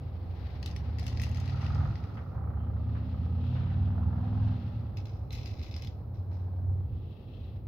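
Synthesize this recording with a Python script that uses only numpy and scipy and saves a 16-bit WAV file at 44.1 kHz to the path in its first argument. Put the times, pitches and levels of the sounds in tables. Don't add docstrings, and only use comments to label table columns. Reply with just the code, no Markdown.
import sys
import numpy as np
from scipy import signal
from scipy.fft import rfft, irfft
from scipy.io import wavfile
from scipy.ndimage import uniform_filter1d

SR = 44100
rng = np.random.default_rng(int(sys.argv[2]) if len(sys.argv) > 2 else 0)


def int16_out(signal):
    q = np.round(np.clip(np.atleast_2d(signal).T, -1, 1) * 32767)
    wavfile.write(sys.argv[1], SR, q.astype(np.int16))


N = 338247
TIME = np.arange(N) / SR

# start_s, relative_db, pitch_hz, snap_db
PELLETS = [(0.628, -30, 2960, 2), (0.66, -27.5, 3730, 9), (0.7116, -36, 4840, 0), (0.763, -30, 5670, 5.5),
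           (0.9853, -32, 5030, 3), (0.996, -34, 5030, 9), (1.04, -38, 5200, 9), (1.0659, -30.5, 3450, 11),
           (1.0788, -32.5, 5160, 8), (1.1005, -50, 5000, 8), (1.122, -48, 4200, 7), (1.1726, -34, 4970, 2),
           (1.1974, -26, 2640, 3), (1.2172, -30, 2140, 14), (1.2267, -38, 2800, 4),
           (1.2353, -28.5, 5000, 10), (1.2925, -47, 4100, 19), (1.3128, -41, 6760, 11),
           (1.346, -37, 4960, 9), (1.3715, -35.5, 2870, 9), (1.4004, -39, 4360, 11), (1.4578, -40, 4330, 6),
           (1.477, -37, 3300, 3), (1.4964, -40, 4770, 0), (1.6174, -34, 2680, -9.5),
           (1.6454, -39, 4330, -8), (1.664, -32.5, 2970, -6), (1.7476, -37, 5070, 0),
           (1.9552, -38, 2000, -13), (2.039, -40.5, 2440, -12), (4.9705, -39, 2820, 9),
           (5.055, -43, 4200, 9), (5.3066, -36.5, 4050, 0), (5.328, -36.5, 4200, 11),
           (5.3937, -55, 2010, -2), (5.431, -41, 4170, -5), (5.458, -30.5, 4840, 0),
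           (5.5768, -52, 4200, -6), (5.5938, -41, 2870, -6), (5.6148, -40, 4240, -4),
           (5.6327, -41, 4150, -2), (5.711, -45, 4240, -8), (5.7407, -35, 4950, -4),
           (5.7637, -32.5, 4900, 4), (5.8083, -51, 2600, -5), (5.8215, -32.5, 5640, 5),
           (5.8472, -38, 3370, 8), (5.8722, -36, 3330, 4)]
# start_s, relative_db, settle_s
SURGES = [(0.659, -52, 0.051), (0.984, -52.5, 0.12), (1.06, -52, 0.11), (1.214, -47, 0.056),
          (1.35, -55.5, 0.4), (1.6, -57, 0.21), (2.134, -65, 0.038), (4.965, -53, 0.026), (5.05, -60, 0.1),
          (5.312, -49, .1), (5.335, -56.5, 0.13), (5.452, -52.5, 0.085), (5.575, -60, .15),
          (5.615, -53, .08), (5.705, -57.5, 0.074), (5.76, -55, 0.055), (5.82, -56.5, 0.059),
          (6.135, -69, 0.08), (6.309, -66, 0.091)]
# freq_hz, gain_db
CONTACT_SPECTRUM = [(300, -11.5), (1500, -6.5), (1950, 0.5), (2300, 1.5), (2700, 3), (3400, 2), (5200, 1.5),
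                    (6600, -9), (7200, -23), (8700, -26), (11000, -21), (15500, -28)]
# pitch_hz, width_hz, gain_db
FIRST_PLATE_MODES = [(1897, 91, 5.5), (2800, 157, 2.5), (3400, 190, -3), (4240, 130, -3), (4980, 290, 1),
                     (5670, 110, 0.5), (6300, 150, 2.5), (7880, 160, 7.5), (9630, 200, 8), (10940, 220, 3),
                     (13200, 250, 1.5), (14400, 140, 11.5)]
SECOND_PLATE_MODES = [(2010, 96, 1.5), (2600, 110, 2.1), (3355, 110, 1.3), (4150, 260, 4.8),
                      (4920, 120, 5.9), (5670, 130, 3.8), (6560, 170, 2), (7340, 150, 6), (11770, 360, 4.3),
                      (12800, 600, 4.5), (14500, 400, 4.1)]
SECOND_PLATE_S, SURGE_ATTACK_S = 4, 0.008
SNAP_HZ, SURGE_SNAP_DB = 7540, 9

# time_s, cycle_hz
ENGINE_SPEED = [(0.0, 12.04), (0.35, 12.64), (0.8, 14.74), (1.25, 16.96), (1.6, 18.88), (1.9, 20.67),
                (2.0, 20.28), (2.26, 18.0), (2.45, 15.59), (2.6, 15.18), (2.95, 15.78), (3.5, 17.67),
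                (4.02, 19.76), (4.46, 21.01), (5.19, 19.8), (5.9, 18.7), (6.34, 18.3), (6.79, 18.4),
                (7.2, 17.1), (7.67, 15.7)]
# start_s, build_s, lift_s, boom_db, overtones_db
PULLS = [(0.602, 4, 1.83, 8.5, 15), (2.322, 1.9, 4.51, 6.5, 13.5), (6.103, 0.99, 6.8, 6, 0.5)]
VOICES = {"boom": (-35, 3.5, 0.35, 0.5), "overtones": (-52, 2.5, 0.5, 0.51)}
# order, gain_db
FIRING_LINES = [(3, -10), (4, -5.5), (5, 1.5), (6, -8), (7, -3), (8, -19), (9, -5), (10, -8), (11, -4),
                (12, -4), (13, -13), (14, -1.5), (15, -8), (16, 0), (17, -7)]
# order, middle_s, half_length_s, gain_db
LINE_SWELLS = [(7, 0.22, 0.14, 9.5), (7, 1.74, 0.3, 9.5), (4, 1.65, 0.63, 6), (7, 3.55, 0.11, 8),
               (4, 4.05, 0.12, 8.5), (5, 6.56, 0.41, 6)]
# middle_s, half_length_s, gain_db
BOOM_WAVERS = [(0.658, .1, -1.5), (1.226, 0.027, 3), (1.817, 0.11, 3.5), (2.122, 0.21, -5.5),
               (3.08, 0.079, -3.5), (3.847, 0.064, 4), (4.075, 0.046, 2.5), (4.263, 0.064, -2),
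               (4.447, 0.063, 4.5), (4.64, 0.089, -4), (5.99, 0.023, -4.5), (6.707, 0.091, 5),
               (7.201, 0.13, -9)]
# freq_hz, gain_db
BOOM_SPECTRUM = [(20, -62), (40, -14.5), (55, -1), (75, 5), (92, 6), (110, 5), (142, -3), (165, -18),
                 (230, -65), (3000, -110)]
OVERTONE_SPECTRUM = [(110, -50), (145, -15), (165, 11.5), (183, 4.5), (198, 8), (215, 1), (238, 6.5),
                     (256, 4.5), (278, -11), (350, -20.5), (600, -55.5), (3000, -100)]
# freq_hz, gain_db
LOW_RASP_SPECTRUM = [(350, -11), (560, -11.5), (670, -3), (790, 3.5), (900, -3), (1060, -5.5), (1250, -18),
                     (1600, -12.5), (2500, -57)]
HIGH_RASP_SPECTRUM = [(700, -14), (1200, -8), (1550, -2), (1850, 7.5), (2300, -3.5), (3000, -12),
                      (6000, -48)]
# time_s, low_db, ring_and_high_db
RASP_LEVELS = [(0, -63, -70.5), (1, -55.5, -68.5), (1.4, -56.5, -64), (1.619, -51, -53), (1.85, -49, -51),
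               (2.0, -54.5, -61), (2.29, -61.5, -61), (2.351, -52, -58), (2.65, -56, -60.5),
               (2.87, -62.5, -64.5), (3.349, -59.5, -66), (3.849, -54, -65), (4.151, -51.5, -59.5),
               (4.5, -52.5, -65), (4.719, -59.5, -67.5), (6.101, -64.5, -78.5), (6.6, -61, -79.5),
               (7.3, -78.5, -82.5)]
# freq_hz, gain_db
TYRE_SPECTRUM = [(150, -15.5), (300, 3.5), (400, -4.5), (520, 1), (640, -3.5), (790, -4.5), (1000, -13),
                 (1250, -13), (2500, -58)]
NEAREST_S, NEAREST_M, SPEED_M_S = 2.7, 26, 10.1
THROTTLE_OPEN_S, THROTTLE_SHUT_S = 0.21, 0.089
BURBLE_PULLING, BURBLE_COASTING = 0.035, 0.75
EVEN_BELOW_HZ, BURBLING_ABOVE_HZ = 14, 16
BARK_LEAD_CYCLES, WEAK_BARK_DB, BARK_SCATTER_DB = .13, -2.5, 1.6
PUFF_RISE_S, PUFF_DECAY_S, PUFF_FLOOR = .007, .01, .24
KNOCK_DB, HISS_DB = -4, -12
RING_HZ, RING_REF_CYCLE_HZ, RING_EXPONENT, RING_WIDTH_HZ = 1336, 24.7, 0.15, 196

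# middle_s, half_length_s, level_db, scrape_share
SWISHES = [(.02, 0.55, -68, 0.15), (0.495, 0.2, -60, 0.05), (0.874, 0.15, -61.5, 0),
           (1.55, 0.52, -57, 0.08), (2.975, 0.038, -66, 0.2), (3.154, 0.41, -66, 0.3),
           (3.548, 0.19, -60, 0.7), (3.827, 0.27, -65.5, 0.6), (4.522, 0.39, -61.5, 0.3),
           (7.122, .22, -69, 0.9), (7.404, 0.16, -65.5, 0.83)]
# freq_hz, gain_db
CLOTH_SPECTRUM = [(900, -1), (1900, 8), (3200, 1), (4300, 2.5), (5200, -3.5), (6200, -15), (7500, -26.5),
                  (12000, -33)]
SCRAPE_SPECTRUM = [(1500, -23.5), (2300, -10), (2680, 6), (2900, 1.5), (3400, 2.5), (3700, -1.5),
                   (4020, 0.5), (4300, -7), (5100, -12), (7000, -31.5), (12000, -39)]
# start_s, level_db, centre_hz, decay_s
SCUFFS = [(2.171, -47, 1440, 0.029), (2.95, -52.5, 1445, 0.066), (3.55, -53.5, 1480, 0.24),
          (3.70, -55.5, 1900, 0.038), (6.31, -58, 900, 0.13)]
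# freq_hz, gain_db
AIR_SPECTRUM = [(25, 5.5), (60, 9.5), (200, 5.5), (400, 3), (800, -12.5), (1300, -31), (2200, -33),
                (4000, -52), (6000, -55), (8200, -52.5), (11500, -37), (15500, -35)]


def kibble():
    hits = np.zeros((2, N))
    for start_s, db, pitch_hz, snap_db in PELLETS:
        add(hits, start_s, undb(db - 13.5) * snap(tick(pitch_hz), snap_db))
    hits *= pan(3.9)
    sparse = stream(rate_hz=330, spread_db=2.5)
    dense = stream(rate_hz=1000, spread_db=1.5)
    second = TIME > SECOND_PLATE_S
    pours = (sparse, FIRST_PLATE_MODES, ~second), (dense, SECOND_PLATE_MODES, second)
    out = 0
    for grains, modes, pouring in pours:
        contacts = (hits + grains * undb(2.5) * pan(4.1)) * pouring
        out += plate(contacts, modes)
    return out * undb(-1.53)


def tick(pitch_hz, decay_s=.0018, grit=3.2):
    t = np.arange(512) / SR
    crunch = (rng.standard_normal(len(t)) + rng.standard_normal((2, len(t)))) / np.sqrt(2)
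    return (np.sin(2 * np.pi * pitch_hz * t) + grit * crunch) * np.exp(-t / decay_s)


def snap(contacts, db):
    return colour(contacts, [(SNAP_HZ * 0.7, 0), (SNAP_HZ, db)], size=512)


def stream(rate_hz, spread_db):
    timing, size = rng.random((N, 2)).T
    contacts = (timing < rate_hz / SR) * undb(-spread_db * np.log(np.maximum(size, .02)))
    t = np.arange(256) / SR
    crunch = signal.oaconvolve(contacts, np.exp(-t / 0.0027))[:N]
    strength = flow()
    dull = steady(crunch, 0.027) * stereo_noise(0.12, 0) * strength
    hardness = (strength / strength.max()) ** 2
    return dull + hardness * (snap(dull, SURGE_SNAP_DB) - dull)


def flow():
    power, t = np.zeros(N), np.arange(SR) / SR
    for start_s, db, settle_s in SURGES:
        shape = np.minimum(t / SURGE_ATTACK_S, np.exp((SURGE_ATTACK_S - t) / settle_s))
        add(power, start_s, (undb(db) * shape) ** 2)
    return np.sqrt(power)


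def plate(contacts, modes, ring_db=0.5, porch_db=-3.5, porch_t60_s=0.16):
    t = np.arange(SR // 3) / SR
    ring = 0
    for pitch_hz, width_hz, db in modes:
        phase = 2 * np.pi * rng.random((2, 1))
        envelope = undb(db) * width_hz * np.exp(-np.pi * width_hz * t)
        ring += envelope * np.sin(2 * np.pi * pitch_hz * t + phase)
    wash = rng.standard_normal((2, len(t))) * undb(-60 * t / porch_t60_s) * (1 - np.exp(-t / 0.0027))
    body = (undb(ring_db) * unit(ring) + undb(porch_db) * unit(wash)) / np.sqrt(len(t))
    body[:, 0] += 1
    return signal.oaconvolve(contacts, colour(body, CONTACT_SPECTRUM), axes=1)[:, :N]


def exhaust(cycle_hz, cycles):
    overrun = (1 - throttle()) * np.interp(cycle_hz, [EVEN_BELOW_HZ, BURBLING_ABOVE_HZ], [.15, 1])
    burble = np.clip(BURBLE_PULLING + (BURBLE_COASTING - BURBLE_PULLING) * overrun, 0, 1)
    boom_db = voice_db("boom") + sum(db * swell(s, half_s) for s, half_s, db in BOOM_WAVERS)
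    boom, overtones = even_firing(cycle_hz, cycles)
    thumps = uneven_firing(cycles)
    blur = np.clip(undb(-pull_db("overtones")) ** 2, burble, 1)
    out = 0
    for lines, pipe, db, rough_share in ((boom, BOOM_SPECTRUM, boom_db, burble),
                                         (overtones, OVERTONE_SPECTRUM, voice_db("overtones"), blur)):
        even = np.sqrt(1 - rough_share) * steady(lines, 0.36)
        rough = np.sqrt(rough_share) * steady(colour(thumps, pipe), 1.0)
        out += undb(db) * steady(even + rough, 0.15)
    street_scatter = undb(boom_db - 16.5) * unit(colour(rng.standard_normal((2, N)), BOOM_SPECTRUM))
    return out * pan(-0.81) + street_scatter


def even_firing(cycle_hz, cycles):
    boom, overtones = np.zeros((2, N))
    shaft_cycles = cycles + 0.003 * wander(14)
    for order, db in FIRING_LINES:
        swell_db = sum(peak_db * swell(s, half_s) for k, s, half_s, peak_db in LINE_SWELLS if k == order)
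        gain = undb(db + swell_db + 2 * wander(6.5))
        line = gain * np.sin(2 * np.pi * (order * shaft_cycles + rng.random()))
        boom += line * response(BOOM_SPECTRUM, order * cycle_hz)
        overtones += line * response(OVERTONE_SPECTRUM, order * cycle_hz)
    return boom, overtones


def uneven_firing(cycles, cylinders=8, jitter_s=.0012):
    firings = np.flatnonzero(np.diff(np.floor(cylinders * cycles)))
    jitter, strength = rng.standard_normal((2048, 2))[:len(firings)].T
    firings += (jitter_s * SR * jitter).astype(int)
    thumps = np.zeros(N)
    thumps[np.clip(firings, 0, N - 1)] = strength
    return thumps


def rasp(cycle_hz, cycles):
    barks = 2 * (cycles + BARK_LEAD_CYCLES)
    index = barks.astype(int)
    age_s = (barks % 1) / (2 * cycle_hz)
    strength = undb(BARK_SCATTER_DB * rng.standard_normal(1024)[index] + WEAK_BARK_DB * (index % 2))
    puffs = strength * np.exp(-age_s / PUFF_DECAY_S) * (0.041 + throttle())
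    puffs = steady(PUFF_FLOOR + uniform_filter1d(puffs, int(PUFF_RISE_S * SR)), 0.21)
    knocks = undb(KNOCK_DB) * unit(strength * np.diff(index, prepend=0)) * pan(-3)
    low = unit(colour(stereo_noise(0.3, -2.0) * puffs, LOW_RASP_SPECTRUM))
    doppler = 1 - np.gradient(distance_m()) * SR / 343
    ring_hz = RING_HZ * (cycle_hz / RING_REF_CYCLE_HZ) ** RING_EXPONENT * doppler
    ring = unit(resonance(knocks + stereo_noise(0.4, -4) * puffs, ring_hz, RING_WIDTH_HZ))
    hiss = undb(HISS_DB) * unit(colour(stereo_noise(0.2, -6.5) * puffs, HIGH_RASP_SPECTRUM))
    s, low_db, high_db = np.transpose(RASP_LEVELS)
    return low * undb(np.interp(TIME, s, low_db)) + (ring + hiss) * undb(np.interp(TIME, s, high_db))


def throttle():
    return sum(ramp(start_s, THROTTLE_OPEN_S) * (1 - ramp(lift_s, THROTTLE_SHUT_S))
               for start_s, _, lift_s, *_ in PULLS)


def voice_db(voice):
    coasting_db, loss_db, *_ = VOICES[voice]
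    return coasting_db - loss_db * np.log2(distance_m() / NEAREST_M) + pull_db(voice)


def pull_db(voice):
    _, _, exponent, release_s = VOICES[voice]
    db = 0
    for start_s, build_s, lift_s, boom_db, overtones_db in PULLS:
        effort = ramp(start_s, build_s) ** exponent * (1 - ramp(lift_s, release_s))
        db += effort * (boom_db if voice == "boom" else overtones_db)
    return db


def distance_m():
    return np.hypot(NEAREST_M, SPEED_M_S * (TIME - NEAREST_S))


def tyres(nearest_db=-53.5, loss_per_doubling_db=6):
    db = nearest_db - loss_per_doubling_db * np.log2(distance_m() / NEAREST_M)
    return unit(colour(stereo_noise(0.46, -4.5), TYRE_SPECTRUM)) * undb(db)


def clothes(rest_db=-77.5):
    soft_power, scrape_power = undb(rest_db) ** 2, 0
    for middle_s, half_s, db, scrape_share in SWISHES:
        power = (undb(db) * swell(middle_s, half_s)) ** 2
        soft_power += (1 - scrape_share) * power
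        scrape_power += scrape_share * power
    soft = unit(colour(stereo_noise(0.22, 8.2), CLOTH_SPECTRUM)) * np.sqrt(soft_power)
    scrape = unit(colour(stereo_noise(0.22, 8.2), SCRAPE_SPECTRUM)) * np.sqrt(scrape_power)
    return (soft + scrape) * undb(1.3 * wander(70))


def scuffs():
    out, t = np.zeros((2, N)), np.arange(SR // 2) / SR
    for start_s, db, hz, decay_s in SCUFFS:
        spectrum = [(hz / 4, -14), (hz / 2.1, -2), (hz, 0), (hz * 2, -14), (hz * 4, -36), (hz * 6, -55)]
        scuff = unit(colour(rng.standard_normal((2, len(t))), spectrum))
        add(out, start_s, undb(db) * scuff * np.exp(-t / decay_s))
    return out


def squeak(pitch_hz=3050, width_hz=300, level_db=-74):
    rub = stereo_noise(0.3, 3) * undb(3 * wander(120))
    return unit(resonance(rub, pitch_hz, width_hz)) * undb(level_db) * swell(middle_s=2.64, half_s=0.071)


def night_ring(pitch_hz=4100, width_hz=150, level_db=-90):
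    return unit(resonance(stereo_noise(0.24, 1.5), pitch_hz, width_hz)) * undb(level_db)


def air(level_db=-53):
    return unit(colour(stereo_noise(0.9, -0.59), AIR_SPECTRUM)) * undb(level_db + 0.64 * wander(6))


def undb(db):
    return 10 ** (np.asarray(db) / 20)


def unit(x):
    return x / np.sqrt(np.mean(x ** 2))


def steady(x, window_s):
    power = uniform_filter1d(x ** 2, int(window_s * SR))
    return x / np.sqrt(np.maximum(power, 0) + 1e-12)


def response(spectrum, hz):
    freq_hz, db = np.transpose(spectrum)
    return undb(np.interp(np.log(np.maximum(hz, 1)), np.log(freq_hz), db))


def colour(x, spectrum, size=8192):
    cepstrum = irfft(np.log(response(spectrum, np.arange(size // 2 + 1) * SR / size)))
    cepstrum[1:size // 2] *= 2
    cepstrum[size // 2 + 1:] = 0
    taps = irfft(np.exp(rfft(cepstrum)))
    return signal.oaconvolve(x, taps if x.ndim == 1 else taps[None], axes=-1)[..., :x.shape[-1]]


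def resonance(x, centre_hz, width_hz):
    carrier = np.exp(2j * np.pi * np.cumsum(np.broadcast_to(centre_hz, N)) / SR)
    lowpass = signal.butter(2, width_hz / 2, fs=SR, output="sos")
    return np.real(signal.sosfilt(lowpass, x / carrier) * carrier)


def ramp(start_s, length_s):
    return np.clip((TIME - start_s) / length_s, 0, 1)


def swell(middle_s, half_s):
    return np.exp(-np.minimum(((TIME - middle_s) / half_s) ** 2, 20))


def wander(rate_hz):
    knots = rng.standard_normal(2048)
    return np.interp(TIME * rate_hz, np.arange(len(knots)), knots) * np.sqrt(3 / 2)


def stereo_noise(correlation, left_db):
    shared = np.sqrt(correlation) * rng.standard_normal(N)
    separate = np.sqrt(1 - correlation) * rng.standard_normal((2, N))
    return (shared + separate) * pan(left_db)


def pan(left_db):
    return undb(np.array([[left_db], [-left_db]]) / 2)


def add(track, start_s, sound):
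    start = max(int(start_s * SR), 0)
    span = track[..., start:start + sound.shape[-1]]
    span += sound[..., :span.shape[-1]]


def scene():
    cycle_hz = np.interp(TIME, *np.transpose(ENGINE_SPEED))
    cycles = np.cumsum(cycle_hz) / SR
    vehicle = exhaust(cycle_hz, cycles) + rasp(cycle_hz, cycles) + tyres()
    return vehicle + kibble() + scuffs() + clothes() + squeak() + night_ring() + air()


def record(dry):
    cutoff_hz = 15800
    return signal.sosfilt(signal.ellip(10, .2, 80, cutoff_hz, fs=SR, output="sos"), dry)


dry = scene()
out = record(dry)
int16_out(out)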